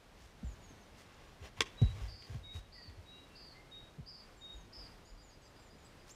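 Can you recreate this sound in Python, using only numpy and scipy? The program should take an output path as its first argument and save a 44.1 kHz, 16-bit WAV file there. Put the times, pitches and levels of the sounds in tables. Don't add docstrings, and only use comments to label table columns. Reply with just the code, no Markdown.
import sys
import numpy as np
from scipy import signal
from scipy.fft import rfft, irfft
from scipy.io import wavfile

SR = 44100
rng = np.random.default_rng(int(sys.argv[2]) if len(sys.argv) > 2 else 0)


def wav_record(signal):
    frames = np.transpose(np.atleast_2d(signal))
    bounded = np.clip(frames, -1, 1)
    quanta = np.round(bounded * 32767).astype(np.int16)
    wavfile.write(sys.argv[1], SR, quanta)


N = 271215

# delay_s, level_db, decay_s
SPLIT_STAGES = [(0, -20.5, 0.001), (.0011, -16.5, 0.0012), (.0023, -30, 0.004), (0.0106, -28.5, .005),
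                (.014, -33, 0.0041)]
# start_s, level_db
WOOD_TICKS = [(1.458, -53), (1.816, -49.5), (2.223, -51), (2.897, -55)]
# frequency_hz, gain_db
CRACK_EQ = [(100, -17), (430, 4), (700, -16.5), (1080, -3.5), (1350, -7), (1650, -5.5), (2100, 1.5),
            (2400, -1.5), (3400, 1), (4400, -11), (5400, -5.5), (7200, -13), (9000, -20), (15000, -38)]
# pitch_hz, level_db, t60_s
LOG_MODES = [(397.5, -1.5, 0.19), (492, 4.5, 0.053), (1074, 1.5, 0.088), (1131, 3, 0.063), (1603, 1, 0.064),
             (2012, 3.5, 0.049), (2150, -13, 0.066), (2280, -10, 0.036), (2770, -17, 0.045),
             (2740, -30, 0.039), (2770, 1, 0.033), (3170, -9, 0.034), (3430, -15, 0.036), (3380, -7, .04),
             (3480, -9, 0.034), (3820, -12, 0.04), (5130, -6, 0.097), (5800, -4, 0.055), (6966, -5, 0.063)]
# start_s, level_db, first_pitch_hz
LANDINGS = [(.214, -53, 58), (.429, -42, 211), (.441, -35, 62.5), (0.705, -51, 274), (1.412, -46, 95),
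            (1.587, -44, 120), (1.8161, -18, 129), (2.014, -36, 55.7), (2.296, -40.5, 112),
            (2.345, -37, 134), (2.547, -38.5, 88), (2.877, -46, 86), (2.975, -48.5, 93),
            (3.984, -40.5, 151), (4.542, -47.5, 52.5), (4.771, -51, 50), (5.098, -47, 40),
            (5.748, -56, 250)]
# frequency_hz, gain_db
PACKING_EQ = [(30, -32), (150, -13), (240, -1), (330, -28), (420, 9.5), (530, -10.5), (750, -5.5),
              (1000, -52), (1500, -41), (6000, -28), (15000, -48)]
# centre_s, level_db, half_width_s, powder_share
SCUFF_SWELLS = [(.244, -64.5, 0.054, 0.4), (1.002, -61.5, 0.019, 0.94), (1.16, -62.5, 0.17, 0.01),
                (1.455, -53, 0.024, 0.04), (1.585, -51.5, 0.011, 0.03), (1.847, -58, 0.043, .07),
                (2.02, -56.5, 0.073, 0.16), (2.312, -58.5, 0.063, 0.18), (2.566, -58, 0.027, 0.53),
                (6.095, -61, 0.017, 1)]
# frequency_hz, gain_db
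CRUNCH_EQ = [(100, 6.5), (420, -7), (800, 3), (1100, -9.5), (1400, -5), (2200, -3.5), (3300, -5),
             (4300, -11), (6200, -19), (9000, -24), (15000, -31)]
# frequency_hz, gain_db
POWDER_EQ = [(100, -10), (1000, -1.5), (2500, -4), (6000, -2.5), (9000, -10), (15000, -20.5)]
# start_s, length_s, level_db, pitch_hz
WHISTLE_NOTES = [(1.765, 0.17, -55.5, 3880), (2.422, 0.19, -55, 3790), (3.048, 0.23, -59.5, 3845),
                 (3.702, 0.18, -54, 3766), (4.402, 0.16, -51, 3743)]
# start_s, length_s, level_db, pitch_hz
BUZZ_NOTES = [(2.075, 0.19, -57, 4750), (2.719, 0.18, -58, 4640), (3.348, 0.197, -58, 4650),
              (4.058, 0.16, -54.5, 4844), (4.723, 0.16, -54.5, 4944)]
# start_s, length_s, level_db, pitch_hz
CHIRP_NOTES = [(.445, 0.096, -69, 6980), (0.613, .12, -69.5, 6560), (.805, .05, -76, 6100),
               (4.366, .093, -73, 7100), (4.526, 0.1, -71, 6700), (5.218, 0.11, -70, 6850),
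               (5.415, 0.089, -77, 7550), (5.417, 0.056, -74, 6250), (5.59, .107, -75, 7270),
               (5.77, .087, -78, 6860)]
# start_s, length_s, level_db, pitch_hz, glide_hz, arch_hz
PEEP_NOTES = [(5.046, 0.075, -69, 7000, 5, 250), (5.845, 0.025, -65, 8130, -300, 700),
              (6.098, 0.027, -58, 7020, 1900, 496)]
# start_s, level_db, pitch_hz, glide_hz
FLUTED_NOTES = [(2.43, -70.5, 2190, -170), (2.738, -63.5, 1930, -160), (3.109, -70, 2780, 110),
                (3.283, -72, 2700, 50), (3.53, -67.5, 2080, 140)]
# frequency_hz, t60_s
FOREST_DECAY = [(100, .3), (1000, 0.69), (4000, 0.5), (8000, 0.34), (15000, 0.11)]
# frequency_hz, gain_db
AIR_EQ = [(12, -35), (20, 0.5), (49, 2), (90, -0.5), (597, -8), (3750, -19.5), (4810, -21.5),
          (13900, -36.5), (15500, -42)]


def axe(chop_s=1.606, snap_db=11, fibre_db=-3, ring_db=-33, tick_decay_s=0.0052):
    t = np.arange(SR // 4) / SR
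    snaps, tearing = np.zeros((2, N))
    cracks = [(chop_s + delay, db, decay) for delay, db, decay in SPLIT_STAGES]
    cracks += [(s, db, tick_decay_s) for s, db in WOOD_TICKS]
    for s, db, decay in cracks:
        add(snaps, s, amp([db + snap_db]) / (1 + (decay / .004) ** 2))
        add(tearing, s, amp(db + fibre_db) * np.exp(-t / decay))
    crack = signal.oaconvolve(snaps + tearing * rng.standard_normal(N), tight_impulse(CRACK_EQ))[:N]
    return crack + amp(ring_db) * signal.oaconvolve(snaps, log_ring())[:N]


def log_ring():
    t = np.arange(SR // 4) / SR
    return sum((-1) ** k * amp(db - 60 * t / t60) * np.sin(2 * np.pi * hz * t)
               for k, (hz, db, t60) in enumerate(LOG_MODES))


def thuds(snow_hz=50, knock_hz=218, knock_db=-8, packing_db=-20, rock_hz=93.3, rock_db=-21.5):
    t = np.arange(SR // 2) / SR
    lows, pressure = np.zeros((2, N))
    knock = amp(knock_db) * np.exp(-t / 0.016) * np.sin(2 * np.pi * knock_hz * t)
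    knock *= 1 - np.exp(-t / 0.0031)
    rock_swell = amp(rock_db) * t / 0.068 * np.exp(1 - t / 0.068)
    knots = t[::SR // 200]
    for s, db, first_hz in LANDINGS:
        firmness = first_hz / 140
        punch = firmness ** 2.03
        age = t / 0.011 * firmness ** 0.61
        sunk = 1 - np.exp(-(age / 2.4) ** 3.56)
        last_hz = min(first_hz, max(0.31 * first_hz, snow_hz))
        give = np.interp(t, knots, rng.standard_normal(len(knots)))
        hz = (first_hz + (last_hz - first_hz) * sunk) * np.exp(0.14 * (0.52 + sunk) * give)
        boom = (age * np.exp(1 - age)) ** 0.64 * np.sin(phase_of(hz))
        rocking = rock_swell * np.sin(phase_of(rock_hz * np.exp(0.24 * give)))
        add(lows, s, amp(db) * (boom + punch * knock + rocking))
        add(pressure, s, amp(db + packing_db) * punch * np.exp(-age) * (1 - np.exp(-t / 0.00061)))
    return lows + pressure * noise(PACKING_EQ)


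def scuffs(grain_db=2.5, wood_db=-3):
    t, out = np.arange(N) / SR, np.zeros(N)
    rubbed = unit_rms(signal.oaconvolve(rng.standard_normal(N), log_ring())[:N])
    crunch = unit_rms(noise(CRUNCH_EQ) + amp(wood_db) * rubbed)
    powder = noise(POWDER_EQ)
    for s, db, half_width, share in SCUFF_SWELLS:
        swell = amp(db) * np.exp(-((t - s) / half_width) ** 2 / 2)
        out += swell * (np.sqrt(1 - share) * crunch + np.sqrt(share) * powder)
    return out * unit_rms(amp(grain_db * drift(530)))


def bird_note(length_s, db, pitch_hz, glide_hz=0, arch_hz=0, hook_hz=0, scoop_hz=0, trill_depth_hz=0,
              trill_rate_hz=235, waver=.002, flutter_db=1, fade_db=0, taper=.35, octave_db=-38):
    t = np.arange(int(length_s * SR)) / SR
    progress = t / t[-1]
    pitch_jitter, level_jitter, rate_jitter, depth_jitter = (
        np.interp(progress, np.linspace(0, 1, 24), row) for row in rng.standard_normal((4, 24)))
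    hz = pitch_hz + glide_hz * (progress - .5) - arch_hz * (2 * progress - 1) ** 2
    hz -= scoop_hz * np.exp(-t / 0.0052) + hook_hz * progress ** 20
    trill = (1 + .25 * depth_jitter) * np.sin(phase_of(trill_rate_hz * (1 + .07 * rate_jitter)))
    phase = phase_of(hz * (1 + waver * pitch_jitter) + trill_depth_hz * trill)
    tone = np.sqrt(2) * (np.sin(phase) + amp(octave_db) * np.sin(2 * phase))
    level = amp(db + flutter_db * level_jitter - fade_db * progress ** 2)
    return level * signal.windows.tukey(len(t), taper) * tone


def whistles():
    return phrase(WHISTLE_NOTES, glide_hz=35, arch_hz=16, scoop_hz=80,
                  waver=.0012, flutter_db=2.5, fade_db=7)


def buzzes():
    return phrase(BUZZ_NOTES, glide_hz=-269, arch_hz=30, scoop_hz=840, trill_depth_hz=237,
                  waver=.007, flutter_db=1.5, fade_db=5, taper=0.12)


def twitter(start_s=5.05, count=8, note_s=.064, level_db=-69, pitch_hz=4900):
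    out, s = np.zeros(N), start_s
    for k in range(count):
        rasp = 1 / (1 + (2 * k / count) ** 6)
        add(out, s, bird_note(note_s, level_db - 4.5 * (1 - rasp), pitch_hz, glide_hz=300 * (rasp - .5),
                              arch_hz=70, trill_depth_hz=221 * rasp, waver=0.015, taper=0.28))
        s += .119 + k * 0.0051
    return out


def chirps():
    falling = phrase(CHIRP_NOTES, glide_hz=-777, hook_hz=1000, scoop_hz=-300,
                     waver=0.0047, flutter_db=-1, taper=0.13, octave_db=-24)
    peeps = phrase(PEEP_NOTES, scoop_hz=1100, waver=0.0044, flutter_db=-2, taper=.2, octave_db=-22)
    return falling + peeps


def far_bird(note_s=0.1, direct_db=-0.5, forest_db=-7):
    out = np.zeros(N)
    for s, *row in FLUTED_NOTES:
        add(out, s, bird_note(note_s, *row, arch_hz=-47, waver=0.0048, flutter_db=4, taper=.5))
    return amp(direct_db) * out + amp(forest_db) * forest(out)


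def scatter(x, delay_s, spread_s):
    t = np.arange(SR // 10) / SR
    taps = reflections(len(t), per_second=1500) * np.exp(-t / spread_s)
    out = np.zeros(N)
    add(out, delay_s, signal.fftconvolve(x, taps / (np.linalg.norm(taps) + 1e-12)))
    return out


def forest(x, build_s=0.0087):
    hz, t, bands = signal.stft(reflections(SR, per_second=2000), SR, nperseg=256)
    envelope = amp(-60 * t / curve(FOREST_DECAY, hz)[:, None]) * (1 - np.exp(-t / build_s))
    tail = signal.istft(bands * envelope, SR, nperseg=256)[1]
    return signal.fftconvolve(x, tail / np.linalg.norm(tail))[:N]


def air(wash_db=-60, rumble_db=-65):
    rumble = noise([(10, -20), (30, 3), (60, -6.5), (120, -10.5), (300, -36), (2000, -80)])
    wash = noise(AIR_EQ) * amp(1.1 * drift(3.7))
    return amp(wash_db) * wash + amp(rumble_db) * unit_rms(rumble * amp(1.6 * drift(39)))


def amp(db):
    return 10 ** (np.asarray(db) / 20)


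def unit_rms(x):
    return x / np.sqrt(np.mean(x ** 2) + 1e-20)


def phase_of(hz):
    return 2 * np.pi * np.cumsum(hz) / SR


def curve(points, hz):
    f, value = np.transpose(points)
    return np.interp(np.log(hz + 1), np.log(f + 1), value)


def add(mix, s, sound):
    part = mix[max(round(s * SR), 0):][:len(sound)]
    part += sound[:len(part)]


def phrase(notes, **voice):
    out = np.zeros(N)
    for s, *row in notes:
        add(out, s, bird_note(*row, **voice))
    return out


def reflections(size, per_second):
    return rng.standard_normal(size) * (rng.random(size) < per_second / SR)


def noise(eq):
    gain = amp(curve(eq, np.fft.rfftfreq(N, 1 / SR)))
    return unit_rms(irfft(rfft(rng.standard_normal(N)) * gain, N))


def drift(rate_hz):
    gain = np.exp(-(np.fft.rfftfreq(N, 1 / SR) / rate_hz) ** 2)
    return unit_rms(irfft(rfft(rng.standard_normal(N)) * gain, N))


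def tight_impulse(eq, size=2048):
    log_gain = np.log(amp(curve(eq, abs(np.fft.fftfreq(size, 1 / SR)))))
    response = np.fft.ifft(np.exp(np.conj(signal.hilbert(log_gain)))).real
    return response / np.linalg.norm(response)


def scene():
    chop, whistle = axe(), whistles()
    song = buzzes() + twitter() + chirps()
    woodpile = amp(-27.5) * scatter(chop, delay_s=.0525, spread_s=0.013)
    yard = chop + woodpile + amp(-25.5) * forest(chop) + thuds() + scuffs()
    branches = amp(-7) * scatter(song, delay_s=.002, spread_s=.004)
    birds = amp(-1.65) * song + branches + amp(-0.2) * whistle
    bird_tail = forest(amp(-10) * song + amp(-15.5) * whistle)
    return (yard + birds + bird_tail + far_bird() + air())[None]


def record(dry, low_hz=24, high_hz=15600):
    thin = signal.sosfilt(signal.butter(2, low_hz, "highpass", fs=SR, output="sos"), dry)
    high_cut = signal.firwin(255, high_hz, window=("kaiser", 8), fs=SR)
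    return signal.oaconvolve(thin, high_cut[None], "same")


dry = scene()
out = record(dry)
wav_record(out)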